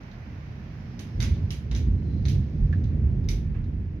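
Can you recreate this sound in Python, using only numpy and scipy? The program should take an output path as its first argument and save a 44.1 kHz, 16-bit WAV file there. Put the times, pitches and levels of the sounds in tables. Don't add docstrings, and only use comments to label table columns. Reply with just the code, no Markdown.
import sys
import numpy as np
from scipy import signal
from scipy.fft import rfft, irfft, next_fast_len
from scipy.io import wavfile
from scipy.ndimage import uniform_filter1d, map_coordinates

SR = 44100
rng = np.random.default_rng(int(sys.argv[2]) if len(sys.argv) > 2 else 0)


def wrap_up_sound(samples):
    columns = np.atleast_2d(samples).T
    tamed = np.clip(columns, -1, 1)
    steps = np.round(tamed * 32767).astype(np.int16)
    wavfile.write(sys.argv[1], SR, steps)


N = 176400

# (time [s], wash level [dB], hiss level [dB])
RAIN_LEVELS = [(0.0, -55, -69.5), (1.32, -57, -68.5), (1.95, -60.5, -73.5), (2.31, -61, -68),
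               (2.97, -60, -75), (4.0, -62.5, -78)]
# (frequency [Hz], level [dB])
WASH_TONE = [(100, -11.5), (400, 3.5), (800, 1), (1250, -3), (1800, -0.5), (2500, -4.5), (3200, -12.5),
             (4500, -34), (7000, -41)]
HISS_TONE = [(1500, -16), (3200, 0), (4000, 1), (5200, 0.5), (6400, -3.5), (6900, -14.5), (7400, -70.5),
             (12000, -17), (16000, -21)]
# (frequency [Hz], likeness [0 to 1])
RAIN_LIKENESS = [(200, 0.63), (600, 0.41), (1200, 0), (6000, 0)]
# (peak time [s], level [dB], pitch [Hz], half length [s])
RAIN_SIZZLES = [(1.1, -70, 5220, 0.36), (2.14, -67.5, 4100, 0.13)]

# (frequency [Hz], fade time [s])
ROOM_FADES = [(1000, 0.29), (3000, 0.37), (6000, 0.29), (10000, 0.28), (15000, 0.31)]
# (frequency [Hz], level [dB])
ROOM_TONE = [(1800, 4), (6300, -2), (9000, 2), (15000, 4.5)]

# (time [s], level [dB])
TICK_HITS = [(0.032, -57), (0.114, -54.5), (1.341, -49), (2.7264, -54.5), (2.8393, -51), (3.241, -58),
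             (3.64, -60)]
PLOP_HITS = [(2.728, -37.5), (2.735, -46)]
# (pitch [Hz], width [Hz], level [dB])
PLOP_RESONANCES = [(1174, 240, -6), (1720, 240, 7), (2680, 450, -14.5)]
# (time [s], level [dB], fade time [s])
SPLASH_HITS = [(1.338, -60, 0.17), (3.54, -51, 0.32)]
# (frequency [Hz], level [dB])
TICK_TONE = [(800, -5), (2500, -8), (3850, 4), (5000, -1.5), (6400, -3.5), (7400, -29)]
SPLASH_TONE = [(400, 1), (1500, 2), (2600, -1), (3500, -13.5), (8000, -36)]
CRACK_TONE = [(300, -10.5), (1200, -11), (2300, -2.5), (4500, -2.5), (6200, -1), (6900, -7.5), (7700, -21),
              (8500, -19), (9500, -14.5), (12000, -18.5), (15500, -30)]

# (time [s], level [dB], treble tilt [dB per octave], top sparkle [dB], contact length [s],
# surface ring [dB], pitch of the struck spot [Hz], boost at that pitch [dB])
HARD_HITS = [(.9930, -37.5, -.5, 3.5, 0.022, 8, 3600, -2), (1.2036, -28, -1, 2.5, 0.023, 11, 1470, 14.5),
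             (1.2226, -30, 2, -4.5, 0.04, 4.5, 2150, 2), (1.2285, -31, -3.5, 4, 0.01, 1.5, 6270, 9),
             (1.5060, -32.5, 0, 4, 0.011, 6, 2970, 8), (1.7135, -36, -3.5, -2, 0.0049, 3, 3780, 7.5),
             (1.7505, -34.5, 1, -2.5, 0.0027, 7, 3500, 7.5), (1.7626, -39, 1, -1, 0.0033, 4.5, 6300, 3.5),
             (2.2539, -35, -3, -1.5, .018, 6, 4100, 13), (2.2840, -33.5, 1, 0, .011, 3, 4000, 9.5),
             (2.2934, -42, -1, 4, .01, 8.5, 2640, 5.5), (3.2877, -28.5, 1.5, 3.5, .012, 13.5, 5640, 4.5)]
# (frequency [Hz], right over left [dB])
CRACK_RIGHT = [(1000, 5.5), (3500, 5), (5000, 3), (6300, 12), (8000, 1.5), (10000, -2), (12000, 5)]
SURFACE_PITCHES = [2230, 3764, 4780, 5895]

# (time [s], level [dB])
BOOM_LEVELS = [(0.0, -48.5), (0.31, -40.5), (1.14, -43.5), (1.16, -26), (1.34, -27.5), (1.36, -32),
               (1.65, -34.5), (1.94, -20.5), (2.0, -31), (2.39, -22.5), (2.52, -36), (2.62, -24.5),
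               (3.82, -30), (4.0, -36)]
ROLL_LEVELS = [(0.0, -43.5), (1.17, -37.5), (1.19, -30.5), (1.5, -32.5), (1.59, -39), (1.88, -29),
               (1.96, -33), (2.36, -27.5), (2.52, -35.5), (2.55, -30), (3.05, -29), (4.0, -38)]
# (frequency [Hz], level [dB])
BOOM_TONE = [(20, -39.5), (30, -23), (40, 4.5), (54, 2.5), (68, 5.5), (86, 8.5), (105, -7.5), (130, -3),
             (250, -85.5)]
ROLL_TONE = [(70, -36), (105, 2.5), (122, -2), (150, -0.5), (178, -6.5), (205, -6), (270, -14.5),
             (350, -19.5), (500, -30.5), (800, -44.5), (2500, -87.5)]
# (frequency [Hz], likeness [0 to 1])
THUNDER_LIKENESS = [(60, 0.97), (150, 1), (280, 0.93), (600, 0.63)]
# (peak time [s], level [dB], pitch [Hz], half length [s])
THUNDER_PEALS = [(1.323, -17, 77.5, 0.015), (1.445, -23.5, 87.1, 0.026), (1.747, -24.5, 58.24, 0.039),
                 (1.911, -22, 58.23, 0.065), (2.278, -22.5, 72.1, 0.048), (2.347, -28.5, 141.4, 0.08),
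                 (2.637, -18.5, 45.45, 0.03), (2.647, -24, 150.4, 0.017), (2.773, -19.5, 86.24, 0.047),
                 (3.062, -17.5, 68.55, 0.021), (3.351, -25.5, 45.84, 0.053)]

TIME = np.arange(N) / SR
AGE = np.arange(SR // 2) / SR


def amp(db):
    return 10 ** (np.asarray(db) / 20)


def unit(x):
    return x / np.sqrt(np.mean(x ** 2) + 1e-20)


def along(points, hz):
    frequencies, values = np.transpose(points)
    return np.interp(np.log(hz + 1), np.log(frequencies + 1), values)


def curves(rows):
    times, *columns = np.transpose(rows)
    return [np.interp(TIME, times, column) for column in columns]


def filtered(x, gain):
    n = x.shape[-1]
    padded = next_fast_len(n + 8192)
    return irfft(rfft(x, padded) * gain(np.fft.rfftfreq(padded, 1 / SR)), padded)[..., :n]


def resonance(hz, pitch, width):
    return 1 / np.sqrt(1 + (2 * (hz - pitch) / width) ** 2)


def wobble(u):
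    return map_coordinates(rng.standard_normal(int(u.max()) + 4), [u])


def swell(peak_s, db, half_s):
    return amp(db) * np.exp(-((TIME - peak_s) / half_s) ** 2)


def lean(right_db):
    return amp(np.array([[-.5], [.5]]) * right_db)


def add(out, start_s, sound):
    i = max(round(start_s * SR), 0)
    out[:, i:i + sound.shape[1]] += sound[:, :N - i]


def spread(pair, tone, likeness):
    def gains(hz):
        angle = np.arccos(np.clip(along(likeness, hz), -1, 1)) / 2
        return amp(along(tone, hz)) * [np.cos(angle), np.sin(angle)]
    mid, side = filtered(pair, gains)
    return unit(np.array([mid + side, mid - side]))


def burst(gain):
    return unit(filtered(rng.standard_normal((2, len(AGE))), gain))


def patter(tone, drops_per_s, drops_db):
    drops = (rng.random((2, N)) < drops_per_s / SR) * rng.standard_normal((2, N))
    return spread(rng.standard_normal((2, N)) + amp(drops_db) * unit(drops), tone, RAIN_LIKENESS)


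def rain(wash_boost_db=2.5, hiss_boost_db=3):
    wash_db, hiss_db = curves(RAIN_LEVELS)
    wash = amp(wash_db + wash_boost_db) * patter(WASH_TONE, drops_per_s=500, drops_db=-8.0)
    hiss = amp(hiss_db + hiss_boost_db) * patter(HISS_TONE, drops_per_s=180, drops_db=-17.5)
    sizzle = np.zeros((2, N))
    for peak_s, db, pitch, half_s in RAIN_SIZZLES:
        narrow_noise = filtered(rng.standard_normal((2, N)), lambda hz: resonance(hz, pitch, width=110))
        sizzle += swell(peak_s, db, half_s) * unit(narrow_noise)
    return (wash + hiss + sizzle) * lean(right_db=4.5)


def room_echo(gain, rise_s=0.0043):
    hz, age, spectrum = signal.stft(burst(gain), SR, nperseg=256)
    fade_db = along(ROOM_TONE, hz)[:, None] - 60 * age / along(ROOM_FADES, hz)[:, None]
    tail = signal.istft(spectrum * amp(fade_db), SR, nperseg=256)[1][:, :len(AGE)]
    return tail * (1 - np.exp(-AGE / rise_s))


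def drip(gain, fade_s, room_db, rise_s=0.00048):
    direct = burst(gain) * amp(-60 * AGE / fade_s) * (1 - np.exp(-AGE / rise_s))
    return direct + amp(room_db) * room_echo(gain)


def light_drops(splash_rise_s=0.0055):
    out = np.zeros((2, N))
    tick = lambda hz: amp(along(TICK_TONE, hz))
    for start_s, db in TICK_HITS:
        add(out, start_s, amp(db) * drip(tick, fade_s=0.035, room_db=-9.5))
    hollow = lambda hz: sum(amp(db) * resonance(hz, pitch, width) ** 2
                            for pitch, width, db in PLOP_RESONANCES)
    for start_s, db in PLOP_HITS:
        add(out, start_s, amp(db) * drip(hollow, fade_s=0.06, room_db=-25.0))
    splash = lambda hz: amp(along(SPLASH_TONE, hz))
    for start_s, db, fade_s in SPLASH_HITS:
        loudness = amp(db - 60 * AGE / fade_s) * (1 - np.exp(-AGE / splash_rise_s))
        add(out, start_s, loudness * burst(splash))
    return out * lean(right_db=8.5)


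def ringing(push, gain):
    n = push.shape[-1]
    cepstrum = irfft(np.log(gain(np.fft.rfftfreq(n, 1 / SR)) + 1e-6), n)
    fold_forward = 1 + np.sign(n / 2 - np.arange(n)) * (np.arange(n) > 0)
    return irfft(rfft(push) * np.exp(rfft(cepstrum * fold_forward)), n)


def snap(gain, contact_s, spike_db=-2):
    n = len(AGE)
    spatter = unit(rng.standard_normal((2, n)) * amp(-60 * AGE / contact_s))
    spike = unit(signal.unit_impulse(n)) * rng.choice([-1, 1], (2, 1))
    spectrum = rfft(spike * amp(spike_db) + spatter)
    push = irfft(spectrum / (abs(spectrum) + 1e-9), n)
    return unit(ringing(push * (AGE < contact_s), gain))


def cracks():
    direct_db, bounce_db, bounce_s = -26.5, -4.5, 0.004
    room_db, room_share = -9, 0.46
    ripple_db, ripple_hz, sparkle_above_hz = 2.6, 260, 7500
    out = np.zeros((2, N))
    grid_hz = np.linspace(0, SR / 2, SR // 20)
    surface = sum(resonance(grid_hz, pitch, width=520) ** 2 for pitch in SURFACE_PITCHES)
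    for start_s, db, tilt_db, sparkle_db, contact_s, ring_db, spot_hz, spot_db in HARD_HITS:
        spot = resonance(grid_hz, spot_hz, width=spot_hz / 5) ** 2
        own_db = ring_db * surface + spot_db * spot + ripple_db * wobble(grid_hz / ripple_hz)

        def gain(hz, share=1):
            tilt = tilt_db * np.log2((hz + 100) / 4000)
            sparkle = sparkle_db / (1 + (sparkle_above_hz / (hz + 1)) ** 10)
            own = share * np.interp(hz, grid_hz, own_db)
            return amp(along(CRACK_TONE, hz) + tilt + sparkle + own) * lean(along(CRACK_RIGHT, hz))

        direct = amp(db + direct_db) * snap(gain, contact_s)
        echo = amp(db + room_db) * room_echo(lambda hz: gain(hz, room_share))
        bounce = amp(db + direct_db + bounce_db) * snap(gain, contact_s)
        add(out, start_s, direct + echo)
        add(out, start_s + bounce_s, bounce)
    return out


def rumble(tone, smooth_samples):
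    noise = spread(rng.standard_normal((2, N)), tone, THUNDER_LIKENESS)
    power = np.mean(noise ** 2, axis=0)
    power = uniform_filter1d(uniform_filter1d(power, smooth_samples), smooth_samples)
    return unit(noise / np.sqrt(abs(power) + 1e-3))


def thunder(boost_db=0.5, wander_radians=0.45):
    strength = amp(curves(BOOM_LEVELS)[0] + boost_db)
    peal_strength = sum(swell(peak_s, db, half_s) for peak_s, db, _, half_s in THUNDER_PEALS)
    give_way = strength / np.hypot(strength, peal_strength)
    boom = strength * give_way * rumble(BOOM_TONE, smooth_samples=1600)
    roll = amp(curves(ROLL_LEVELS)[0] + boost_db) * rumble(ROLL_TONE, smooth_samples=2400)
    peals = np.zeros(N)
    for peak_s, db, pitch, half_s in THUNDER_PEALS:
        phase = 2 * np.pi * (pitch * TIME + rng.random())
        wander = wander_radians * wobble(TIME * pitch / 2)
        peals += swell(peak_s, db, half_s) * np.sqrt(2) * np.sin(phase + wander)
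    return (boom + roll + peals) * lean(right_db=2.5)


def scene():
    return thunder() + rain() + cracks() + light_drops()


def record(dry, edge_s=0.008, top_hz=15830):
    edges = np.clip(np.minimum(TIME, TIME[::-1]) / edge_s, 0, 1)
    return filtered(dry * edges, lambda hz: hz < top_hz)


dry = scene()
out = record(dry)
wrap_up_sound(out)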